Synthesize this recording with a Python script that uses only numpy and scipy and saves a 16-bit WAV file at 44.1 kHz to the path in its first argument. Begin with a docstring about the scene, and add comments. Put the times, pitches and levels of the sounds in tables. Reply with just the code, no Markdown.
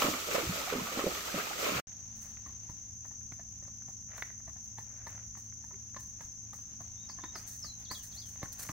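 """Horse from creek to path

A horse wades through a creek: bursts of coloured noise churn and spray, ringing bubbles gulp and fizz.
After a brief silence it walks up a gritty dirt path: each hoof is a crush of noise through resonances,
a short ring and a low thump, among snapping stones, scrapes and the noise of brushed dry weeds.
Pulsing noise makes the insects, low tones over a rumble a far engine, gliding sines a songbird and a hoot."""
import sys
import numpy as np
from scipy import signal
from scipy.fft import rfft, irfft, next_fast_len
from scipy.io import wavfile
from scipy.ndimage import uniform_filter1d, map_coordinates

SR = 44100
rng = np.random.default_rng(int(sys.argv[2]) if len(sys.argv) > 2 else 0)


def inscribe(sig):
    """Save sig as 16-bit PCM at rate SR to the path in sys.argv[1].

    A 1-D sig is mono; a 2-D sig holds one channel per row.
    Samples are clipped to [-1, 1] before scaling.
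    """
    pcm = np.round(np.clip(np.atleast_2d(sig).T, -1, 1) * 32767)
    wavfile.write(sys.argv[1], SR, pcm.astype(np.int16))


N = 384536
CREEK_END_S, PATH_START_S = 1.799, 1.871


def amp(db):
    """Decibels to gain."""
    return np.exp(np.asarray(db) * np.log(10) / 20)


def unit(x):
    """Scale to rms 1."""
    return x / np.sqrt(np.mean(x ** 2) + 1e-20)


def along(points, hz):
    """Read a curve of (f/Hz, value) points on a log frequency axis."""
    f, v = np.transpose(points)
    return np.interp(np.log(hz + 1), np.log(f + 1), v)


def clock():
    """The time of each sample in seconds."""
    return np.arange(N) / SR


def wobble(rate):
    """A smooth random curve with rate knots a second."""
    s = np.arange(0, N, 16) / SR
    knots = rng.standard_normal(int(N * rate / SR) + 4)
    return np.interp(clock(), s, map_coordinates(knots, [s * rate]))


def filtered(x, response):
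    """Multiply the spectrum of x by a response of frequency."""
    n = x.shape[-1]
    m = next_fast_len(n + SR // 8)
    return irfft(rfft(x, m) * response(np.fft.rfftfreq(m, 1 / SR)), m)[..., :n]


def resonances(modes, f):
    """Causal response of damped modes: (f/Hz, width/Hz, level/dB)."""
    return sum(amp(db) * 1j * f * w / (c * c - f * f + 1j * f * w) for c, w, db in modes)


def add(track, s, x):
    """Mix x into the track from time s; what falls outside is dropped."""
    start = round(s * SR)
    x = x[..., max(-start, 0):]
    part = track[..., max(start, 0):][..., :x.shape[-1]]
    part += x[..., :part.shape[-1]]


def noise():
    """Two channels of white noise."""
    return rng.standard_normal((2, N))


def grains(shape, rate, spread_db):
    """Random impulses of unequal size, about rate a second, rms 1."""
    hit = rng.random(shape) < rate / SR
    count = hit.size // 4
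    size_db = spread_db * np.minimum(rng.exponential(size=count), 5)
    sizes = rng.standard_normal(count) * amp(size_db)
    out = np.zeros(shape)
    out[hit] = np.resize(sizes, hit.sum())
    return unit(out)


def spread(pair, spectrum, alike):
    """Colour two unrelated signals and blend them into left and right, rms 1."""
    def blend(hz):
        likeness = np.clip(along(alike, hz), -1, 1)
        return amp(along(spectrum, hz)) * np.sqrt([1 + likeness, 1 - likeness])
    mid, side = filtered(pair, blend)
    return unit(np.array([mid + side, mid - side]))


def swells(rows, rise, fall):
    """Power-summed gain of strokes that swell and die away: (peak t/s, level/dB, stretch in time)."""
    lead = 0.25  # each stroke is drawn from this many seconds before its peak
    power, t = np.zeros(N), np.arange(SR) / SR - lead
    for s, db, stretch in rows:
        age = np.where(t < 0, (t / (rise * stretch)) ** 2, t / (fall * stretch))
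        stroke = amp(db) * np.exp(-np.minimum(age, 20))
        add(power, s - lead, stroke ** 2)
    return np.sqrt(power)


def cracks(rows, spectrum, life):
    """Short coloured noise bursts, each scaled to its peak: (t/s, level/dB)."""
    out, t = np.zeros(N), np.arange(SR // 12) / SR
    for s, db in rows:
        burst = rng.standard_normal(len(t)) * np.exp(-t / life) * (1 - np.exp(-2 * t / life))
        burst = np.pad(burst, (SR // 500, 0))  # 2 ms of room for the filter to ring ahead
        burst = filtered(burst, lambda hz: amp(along(spectrum, hz)))
        add(out, s - 1 / 500, amp(db) * burst / abs(burst).max())
    return out


def woods(x, t60):
    """Diffuse echo of trunks and banks: decaying noise that loses 60 dB in t60 seconds."""
    t = np.arange(SR // 2) / SR
    tail = rng.standard_normal((2, len(t))) * amp(-60 * t / t60) * (1 - np.exp(-t / 0.0009))
    return signal.fftconvolve(x[None], tail / np.linalg.norm(tail[0]), axes=1)[:, :N]


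def bubbles(count, pitch_hz, cycles, spread_db):
    """A cloud of small ringing bubbles whose pitch rises as they surface."""
    t, out = np.arange(SR // 40) / SR, np.zeros((2, N))
    starts = rng.uniform(0, CREEK_END_S, count)
    octaves, sizes = rng.normal(size=count), rng.exponential(size=count)
    turns = rng.uniform(0, 2 * np.pi, count)  # the angle sets the left and right gains
    for when, octave, size, turn in zip(starts, octaves, sizes, turns):
        phase = t * np.clip(pitch_hz * 2 ** octave, 400, 9000)
        age = phase / cycles
        tone = np.sin(2 * np.pi * phase * (1 + 0.036 * np.minimum(age, 5)))
        ring = amp(spread_db * min(size, 4)) * np.exp(-age) * tone
        add(out, when, np.outer([np.cos(turn), np.sin(turn)], ring))
    return unit(out) * np.sqrt(CREEK_END_S * SR / N)  # rms 1 within the creek's own time


# legs sweeping through the water: (peak t/s, churn relative level/dB, spray relative level/dB)
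STRIDES = [(.03, -36, -38), (.36, -36.5, -41.5), (.57, -42, -45.5), (.73, -44, -72), (1.0, -42, -47),
           (1.15, -63, -46.5), (1.388, -40.5, -46), (1.67, -36.5, -41.5), (1.78, -38, -49)]
CHURN_RISE_S, CHURN_FALL_S, SPRAY_RISE_S, SPRAY_FALL_S = 0.063, 0.065, 0.095, 0.15
SPRAY_LAG_S = 0.005  # thrown water lands after the surge
WASH_DB, DRIZZLE_DB = -45, -46.5  # floors under the strides: restless water and falling drops


def wading():
    """Gains of churned water and spray: each stride adds a surge to the restless water."""
    churn = swells([(s, db, 1) for s, db, _ in STRIDES], CHURN_RISE_S, CHURN_FALL_S)
    spray = swells([(s + SPRAY_LAG_S, db, 1) for s, _, db in STRIDES], SPRAY_RISE_S, SPRAY_FALL_S)
    return np.hypot(churn, amp(WASH_DB)), np.hypot(spray, amp(DRIZZLE_DB))


# hooves slapping the surface: (t/s, relative peak level/dB)
SLAP_HITS = [(0.018, -13.5), (0.136, -24), (0.38, -25.5), (0.678, -31), (0.727, -28.5), (0.867, -26.5),
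             (0.992, -26.5), (1.148, -31), (1.402, -27), (1.662, -23)]
# colour of a slap: (f/Hz, relative level/dB)
SLAP_COLOUR = [(200, -21.5), (600, -8.5), (900, -5), (1200, 4.5), (1550, -8.5), (2200, -6), (3500, -15.5),
               (9000, -31.5), (15000, -21)]


def slaps():
    """Hooves slap the surface as short coloured bursts."""
    return amp(-2.5) * cracks(SLAP_HITS, SLAP_COLOUR, life=0.0051)


# air pockets that the legs drag under: (t/s, relative level/dB, starting f/Hz, break-up decay t/s)
AIR_POCKETS = [(.024, -29.5, 621, .056), (.045, -29, 267, 0.071), (.288, -34, 537, 0.029),
               (.382, -29.5, 470, 0.027), (.43, -35.5, 305, .043), (0.468, -35, 92.5, 0.038),
               (0.494, -27, 162, 0.014), (.559, -37.5, 615.4, 0.038), (0.725, -28.5, 398, 0.041),
               (.758, -30.5, 252, 0.031), (0.817, -40, 207, 0.051), (.919, -42, 486, 0.084),
               (0.973, -34, 300, 0.046), (.993, -28.5, 527, .01), (1.04, -26, 397, 0.029),
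               (1.066, -27, 530, 0.026), (1.067, -26.5, 344, 0.02), (1.342, -33, 255, 0.04),
               (1.344, -35, 570, 0.03), (1.629, -38, 423, 0.046), (1.721, -33.5, 257, 0.029),
               (1.751, -36, 136, 0.035)]
# the water's colour for air pockets: (f/Hz, gain/dB)
POCKET_COLOUR = [(60, 0), (250, 2.5), (410, -2.5), (540, 4), (700, -5.5), (3000, 2.5)]


def plunges():
    """Each air pocket rings as one big bubble, then breaks into smaller ones."""
    out, t = np.zeros(N), np.arange(SR // 8) / SR
    for s, db, hz, life in AIR_POCKETS:
        age = t * hz / 1.06  # the ring dies within about a cycle
        tone = np.sin(2 * np.pi * hz * t * (1 + 0.014 * np.minimum(age, 5)))
        gulp = tone * np.exp(-age) * (1 - np.exp(-4 * age))
        breakup = grains(len(t), rate=1100, spread_db=2.5) * np.exp(-t / life)
        breakup *= 40 * life / np.linalg.norm(breakup)  # a long-lived pocket sheds more bubbles
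        breakup[0] = 1
        pocket = signal.fftconvolve(breakup, gulp)
        pocket *= np.sqrt(life * SR / 2) / np.linalg.norm(pocket)
        add(out, s, amp(db - 3) * pocket)
    return filtered(out, lambda hz: amp(along(POCKET_COLOUR, hz)))


# colour of churned water: (f/Hz, relative level per Hz/dB)
CHURN_COLOUR = [(70, -23), (150, -10), (300, -6.5), (540, -3.5), (700, -6), (920, -12.5), (1290, 2.5),
                (1600, -8.5), (1850, -5.5), (2350, -3.5), (2750, -5.5), (3100, -12), (4500, -17),
                (7000, -38)]
# colour of spray: (f/Hz, relative level per Hz/dB)
SPRAY_COLOUR = [(1500, -39.5), (3000, 2), (4800, 0.5), (6400, 2.5), (7600, 0.5), (8200, -5), (10200, -12),
                (12500, -6), (14000, -3.5), (15800, -10)]
# balance of the creek: (f/Hz, left over right level/dB)
CREEK_PAN = [(100, 0), (380, -2.5), (700, -7), (1290, -2.5), (2380, 3.5), (4400, -4.5), (8000, 2),
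             (15000, 1.5)]
# width of the creek: (f/Hz, left-right likeness from 0 to 1)
CREEK_ALIKE = [(130, 1), (250, 1), (400, 0.22), (700, 0.063), (1400, 0.028), (2400, 0), (4400, 0),
               (8000, 0.28), (14000, 0.62)]


def creek():
    """Churned water, falling drops, plunges and slaps, echoed by the banks."""
    surge, thrown = wading()
    churn = spread(noise() + grains((2, N), rate=2500, spread_db=0.5), CHURN_COLOUR, CREEK_ALIKE)
    churn *= surge * amp(1.36 + 0.9 * wobble(70))
    fizz = bubbles(count=600, pitch_hz=1925, cycles=7.9, spread_db=0.5) * surge * amp(-7)
    drips = bubbles(count=70, pitch_hz=1600, cycles=7, spread_db=2) * surge * amp(-6)
    gurgle = bubbles(count=60, pitch_hz=617, cycles=7, spread_db=2) * surge * amp(-11)
    spray = spread(noise() + grains((2, N), rate=5000, spread_db=1), SPRAY_COLOUR, CREEK_ALIKE)
    spray *= thrown * amp(2.5 + 0.81 * wobble(58.7))
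    gulps = amp(-1) * plunges()
    smacks = slaps()
    echo = amp(-18) * woods(gulps, t60=0.17) + amp(1) * woods(smacks, t60=0.48)
    water = churn + gurgle + fizz + drips + spray + gulps + smacks + echo
    # steady low rumble and insect-coloured hiss behind the water
    air = amp(-59) * spread(noise(), RUMBLE_COLOUR, PATH_ALIKE)
    air += amp(-50.5) * spread(noise(), INSECT_COLOUR, CREEK_ALIKE)
    return filtered(water + air, lambda hz: amp(np.outer([.5, -.5], along(CREEK_PAN, hz))))


# colour of the insect chorus: (f/Hz, relative level per Hz/dB)
INSECT_COLOUR = [(4400, -47), (5200, -27.5), (5550, -18), (5850, -6.5), (6080, -1.5), (6210, 1.5),
                 (6350, -4.5), (6580, -4), (6850, -15), (7150, -22), (7800, -36), (11000, -89.5),
                 (12500, -39), (13500, -59)]


def insects():
    """A chorus of ringing tymbals: a narrow band of noise that pulses about 27 times a second."""
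    beat = np.cumsum(26.9 + .1 * wobble(2)) / SR
    pulse_db = 1.2 * np.cos(2 * np.pi * beat)
    pulse_db += .65 * np.cos(4 * np.pi * beat) + .5 * np.cos(6 * np.pi * beat)
    chorus = spread(noise(), INSECT_COLOUR, [(6000, 0.11)])
    left_right = amp([[1.2], [-1.2]])
    return chorus * amp(-47.5 + pulse_db + 0.22 * wobble(7.7)) * left_right


# engine orders: (f/Hz, relative level/dB)
ENGINE_ORDERS = [(107.6, -55), (161.4, -66.5), (215.2, -63), (268, -71.5)]
# colour of the low rumble: (f/Hz, relative level per Hz/dB)
RUMBLE_COLOUR = [(15, -25.5), (30, -7.5), (45, -7), (58, 0.5), (80, 1.5), (125, -11), (190, -11),
                 (280, -19), (370, -24.5), (470, -34.5), (900, -47)]


def engine():
    """A far engine: slightly unsteady low orders over a rumble."""
    turning = np.cumsum(1 + 0.00429 * wobble(3)) / SR
    hum = np.zeros(N)
    for hz, db in ENGINE_ORDERS:
        flutter_db = 2 * wobble(9)
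        hum += amp(db - 2 + flutter_db) * np.sin(2 * np.pi * hz * turning)
    return hum + amp(-57.5) * spread(noise(), RUMBLE_COLOUR, PATH_ALIKE)


# colour of the faint hiss: (f/Hz, relative level per Hz/dB)
HISS_COLOUR = [(500, -6.5), (3000, -14), (9500, -17.5), (12500, 4), (15500, 0)]


def hiss():
    """A faint steady bed of coloured noise."""
    return amp(-78) * spread(noise(), HISS_COLOUR, PATH_ALIKE)


# faint rustle along the path: (t/s, relative level/dB)
RUSTLE = [(1.9, -67), (2.4, -69), (3.0, -73), (6.4, -72.5), (7.5, -68.5), (8.7, -68)]
# colour of crumbling dirt: (f/Hz, relative level per Hz/dB)
DIRT_COLOUR = [(250, 8), (480, -1.5), (750, 6), (1300, 0.5), (1800, 3.5), (2900, -0.5), (4200, -0.5),
               (7500, -2.5), (10000, -65), (12500, -60), (15800, -34)]
# dirt crumbling under each hoof: level relative to the hoof row, swell and decay times
SCUFF_DB, SCUFF_RISE_S, SCUFF_FALL_S = -30, 0.014, 0.081


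def scuff():
    """Dirt crumbles under each hoof, over a faint rustle: grainy noise of flickering level."""
    crumbs = (noise() + .35 * grains((2, N), rate=500, spread_db=2)) * amp(1.8 * wobble(22))
    crumbling = swells([(s, db + SCUFF_DB, 1) for s, db, *_ in HOOF_FALLS], SCUFF_RISE_S, SCUFF_FALL_S)
    rustle_db = np.interp(clock(), *np.transpose(RUSTLE))
    return np.hypot(amp(rustle_db + 4), crumbling) * spread(crumbs, DIRT_COLOUR, PATH_ALIKE)


# stones snapping under a shoe: (t/s, relative peak level/dB)
STONE_SNAPS = [(2.37, -43.5), (3.212, -53), (3.322, -39), (4.117, -43), (4.181, -35), (4.223, -24),
               (4.302, -43), (4.403, -48), (5.352, -46), (5.525, -47.5), (5.742, -48), (6.589, -52),
               (8.358, -45), (5.946, -43.5), (7.356, -34), (8.458, -38.5), (8.69, -30.5)]
# colour of a stone: (f/Hz, relative level per Hz/dB)
STONE_COLOUR = [(150, -32), (500, -6.5), (900, -6), (1400, -0.5), (2000, 0), (2800, -13), (4000, -15),
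                (6000, -35), (15000, -38)]
PEBBLE_DB, PEBBLE_SPREAD_DB = -57, 5.5  # relative level of loose pebbles and its random spread


def pebbles(count):
    """Small stones click at random along the path: rows (t/s, relative level/dB)."""
    times = rng.uniform(PATH_START_S, N / SR, count)
    return np.column_stack([times, PEBBLE_DB + PEBBLE_SPREAD_DB * rng.standard_normal(count)])


def stones():
    """Stones snap and pebbles click as very short coloured bursts."""
    return amp(-1.5) * cracks([*STONE_SNAPS, *pebbles(count=28)], STONE_COLOUR, life=0.0014)


# tail and dry weeds brushing: (peak t/s, length t/s, relative level/dB)
BRUSH_STROKES = [(2.17, 0.032, -60), (2.23, 0.059, -54.5), (4.185, 0.046, -52.5), (4.643, .04, -65.5),
                 (6.012, 0.05, -57), (7.488, 0.046, -49), (7.531, 0.077, -52.5), (7.8, 0.032, -61.5),
                 (7.96, 0.065, -51), (8.04, 0.038, -46), (8.157, 0.087, -55.5), (8.287, .054, -52.5),
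                 (8.53, .019, -42), (8.599, 0.027, -40.5), (8.633, 0.034, -41)]
# colour of dry weeds: (f/Hz, relative level per Hz/dB)
WEED_COLOUR = [(800, -10.5), (1300, -7.5), (1850, 3), (2200, -8), (3100, -13), (4200, 0), (7600, 3.5),
               (10000, 1), (13000, -0.5), (15500, 5)]
SWISH_RISE = 0.43  # swell time as a share of the length
SAND_RISE_S, SAND_FALL_S = 0.0063, 0.051


def swishes():
    """Brushing strokes swell and die away; each hoof adds a hiss of kicked sand."""
    stroke = swells([(s, db, length) for s, length, db in BRUSH_STROKES], SWISH_RISE, 1)
    kicks = [(s + SAND_RISE_S, db, 1) for s, _, _, db, _ in HOOF_FALLS]
    sand = swells(kicks, SAND_RISE_S, SAND_FALL_S)
    brush = spread(noise() + grains((2, N), rate=3000, spread_db=1.2), WEED_COLOUR, PATH_ALIKE)
    return np.hypot(stroke, sand) * amp(2.3 * wobble(90)) * brush


# a hoof dragged over gravel: (middle t/s, half length t/s, relative level/dB)
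GRAVEL_DRAGS = [(2.259, 0.023, -62.5), (4.139, 0.045, -58), (4.191, 0.016, -55), (4.283, .04, -69),
                (4.96, 0.14, -65.5), (5.15, 0.077, -61.5), (7.394, 0.063, -62.5), (8.624, 0.054, -56)]
# colour of gravel: (f/Hz, relative level per Hz/dB)
GRAVEL_COLOUR = [(200, -22), (550, 0), (1100, -1), (1500, 1), (2050, 1), (2600, -5.5), (4200, -19),
                 (9000, -37)]


def scrapes():
    """A hoof drags over gravel: grainy noise under smooth bell-shaped swells."""
    drag = np.zeros(N)
    for s, half_length, db in GRAVEL_DRAGS:
        drag += amp(db) * np.exp(-np.minimum(((clock() - s) / half_length) ** 2, 20))
    grind = 0.78 * noise()[0] + grains(N, rate=500, spread_db=-0.5)
    return drag * unit(filtered(grind, lambda hz: amp(along(GRAVEL_COLOUR, hz))))


# hoof falls: (t/s, relative level/dB, thud relative level/dB, kicked sand relative level/dB, ring f/Hz)
HOOF_FALLS = [(2.461, -45.5, -64, -68, 1086), (2.492, -54, -63, -78, 1040), (2.693, -46, -44, -65.5, 980),
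              (3.05, -50.5, -62, -67, 950), (3.111, -52.5, -58, -85, 860), (3.318, -48.5, -46.5, -67, 730),
              (3.393, -47.5, -66, -81, 682), (3.623, -53.5, -67, -75, 575), (3.677, -50, -68, -86, 570),
              (3.883, -50, -49, -67, 775), (4.477, -47, -50.5, -68, 680), (4.559, -52.5, -52, -76, 730),
              (4.783, -38, -48.5, -61, 890), (5.067, -37.5, -50, -58.5, 924),
              (5.37, -47.5, -53, -58.5, 1126), (5.64, -53, -60, -68, 920), (5.708, -50, -70, -83, 970),
              (5.964, -36, -51, -72, 1046), (6.206, -42.5, -51, -60, 943), (6.531, -43.5, -62, -55.5, 1230),
              (6.805, -47, -49, -63, 690), (7.094, -42, -59, -64, 1020), (7.186, -42.5, -69, -79, 1054),
              (7.237, -35.5, -70, -67, 1006), (7.354, -36, -65, -50.5, 1270),
              (7.644, -43, -49.5, -56, 1224), (7.91, -35, -47, -48, 1010), (8.428, -32, -35.5, -53.5, 1087),
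              (8.692, -34.5, -39, -55, 1100)]
# hoof on packed dirt, varied at each fall: (f/Hz, width f/Hz, relative level/dB)
HOOF_MODES = [(319, 98, -3), (602, 210, -10), (817, 160, -6.5), (1091, 116, -3), (1750, 115, -0.5)]
# colour of grit: (f/Hz, relative level per Hz/dB)
GRIT_COLOUR = [(800, 1), (1800, 5.5), (2900, -7.5), (4300, 1.5), (8500, -7), (11000, -44), (15500, -13.5)]
CONTACT_S, GRIT_DB = 0.0053, -4.5  # time to take the weight; grit relative to the hoof row
TOE_S, TOE_DB = (0.0091, 0.023), -12  # the toe follows the heel: delay range, relative level
THUD_HZ, THUD_LAG_S = 148, 0.0039  # starting pitch of the thump; weight arrives after the first touch
GRAZE_S, GRAZE_DB = 0.012, -14  # the shoe grazes the grit before it lands: longest lead, relative level


def hooves():
    """Each hoof rolls heel to toe onto the grit, rings hollowly and thumps the ground."""
    out, t = np.zeros(N), np.arange(SR // 6) / SR
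    press = (1 - np.exp(-2 * t / CONTACT_S)) * np.exp(-t / CONTACT_S)
    thud = np.sin(2 * np.pi * THUD_HZ * t / (1 + 8 * t)) * np.exp(-t / 0.0042) * (1 - np.exp(-t / 0.00094))
    for s, db, thud_db, _, ring_hz in HOOF_FALLS:
        load = press + 0.015 * np.exp(-t / 0.077)
        add(load, rng.uniform(*TOE_S), amp(TOE_DB) * press)
        crush = (rng.standard_normal(len(t)) + 0.69 * grains(len(t), rate=1800, spread_db=-2.5)) * load
        modes = [(hz * (1 + 0.031 * rng.normal()), width, level + 2 * rng.normal())
                 for hz, width, level in HOOF_MODES]
        clop = filtered(crush, lambda f: resonances(modes, f) / (1 + (f / 2300) ** 8))
        clop /= abs(clop).max()
        ring = press * np.sin(2 * np.pi * ring_hz * t)
        grit = rng.standard_normal(len(t)) * np.exp(-t / 0.011)
        grit = filtered(grit, lambda f: amp(along(GRIT_COLOUR, f)))
        grit /= abs(grit).max()
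        add(out, s, amp(db) * (amp(-1.44) * clop + amp(2.3) * ring + amp(GRIT_DB) * grit))
        add(out, s + THUD_LAG_S, amp(thud_db + 9.5) * thud)
        add(out, s - GRAZE_S * rng.uniform(0.492, 1), amp(db + GRAZE_DB) * clop)
    return out


# width of the path: (f/Hz, left-right likeness from 0 to 1)
PATH_ALIKE = [(60, 0.9), (130, 0.75), (290, 0.72), (640, 0.52), (1400, 0.17), (3100, 0.24), (7000, 0.87),
              (14000, 0.91)]


def walk():
    """Hooves, stones, scrapes and crumbling dirt a little to the right, plus brushed weeds."""
    blows = hooves() + stones() + scrapes()
    near = blows * amp([[-.6], [.6]]) + amp(-10) * woods(blows, t60=0.43) + scuff()
    lag = 0.00006  # the left channel hears the horse later (s)
    return filtered(near, lambda hz: np.exp(np.outer([-1j, 1j], np.pi * hz * lag))) + swishes()


HOOT_S, HOOT_HZ, HOOT_DB, HOOT_HALF_S = 5.748, 390, -59.5, 0.019


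def hoot():
    """One faint, soft, low tone among the steps: a sine in a bell-shaped swell."""
    t = clock() - HOOT_S
    swell = np.exp(-np.minimum((t / HOOT_HALF_S) ** 2, 20))
    return amp(HOOT_DB) * swell * np.sin(2 * np.pi * HOOT_HZ * t)


# the bird's four kinds of note: (share of the note, f/Hz, relative level/dB)
LEVEL_NOTE = [(0, 3500, -5), (.4, 3700, 3.5), (1, 3780, -6)]
DIP_NOTE = [(0, 5550, 3), (.5, 4090, -4.5), (1, 5500, -6)]
FALL_NOTE = [(0, 5700, 5), (.15, 4680, -3.5), (.33, 4170, -1.5), (.55, 4030, -11.5), (1, 4020, -26)]
ARCH_NOTE = [(0, 4840, -8), (.08, 3200, -10), (.21, 3780, -15), (.3, 4340, 3.5), (.44, 5250, -6),
             (.53, 3400, -3.5), (.68, 3210, -17), (1, 2650, -32)]
# the bird's phrase: (t/s, length t/s, relative level/dB, kind of note)
PHRASE = [(6.962, .1, -68, LEVEL_NOTE), (7.087, 0.045, -51.5, DIP_NOTE), (7.208, .115, -63.5, LEVEL_NOTE),
          (7.348, 0.047, -49, DIP_NOTE), (7.624, .155, -45, FALL_NOTE), (7.847, .2, -46, ARCH_NOTE),
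          (8.117, .2, -50, ARCH_NOTE)]


def bird():
    """Gliding whistles with a fine tremble, echoing among the trees."""
    song = np.zeros(N)
    tremble = 1 + .012 * wobble(300)
    for s, length, level_db, note in PHRASE:
        share, hz, db = np.transpose(note)
        t = np.arange(0, length, 1 / SR)
        fade = np.clip(np.minimum(t, length - t) / 0.0019, 0, 1)
        glide = uniform_filter1d(np.interp(t / length, share, hz), size=400)
        pitch = glide * tremble[round(s * SR):][:len(t)]
        loudness = amp(level_db + np.interp(t / length, share, db))
        add(song, s, fade * loudness * np.sin(2 * np.pi * np.cumsum(pitch) / SR))
    song *= amp(2.5 * wobble(60))  # the whistle wavers in level
    return song + woods(song, t60=0.22)


def scene():
    """The creek, a moment of silence, then the path."""
    t = clock()
    at_creek = np.exp(-np.maximum(t - CREEK_END_S, 0) / 0.0029)
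    on_path = t > PATH_START_S
    path = insects() + engine() + hiss() + walk() + hoot() + bird()
    return creek() * at_creek + path * on_path


TOP_HZ = 15800


def record(dry):
    """A very steep roll-off at the band limit."""
    return filtered(dry, lambda hz: 1 / (1 + (hz / TOP_HZ) ** 400))


dry = scene()
out = record(dry)
inscribe(out)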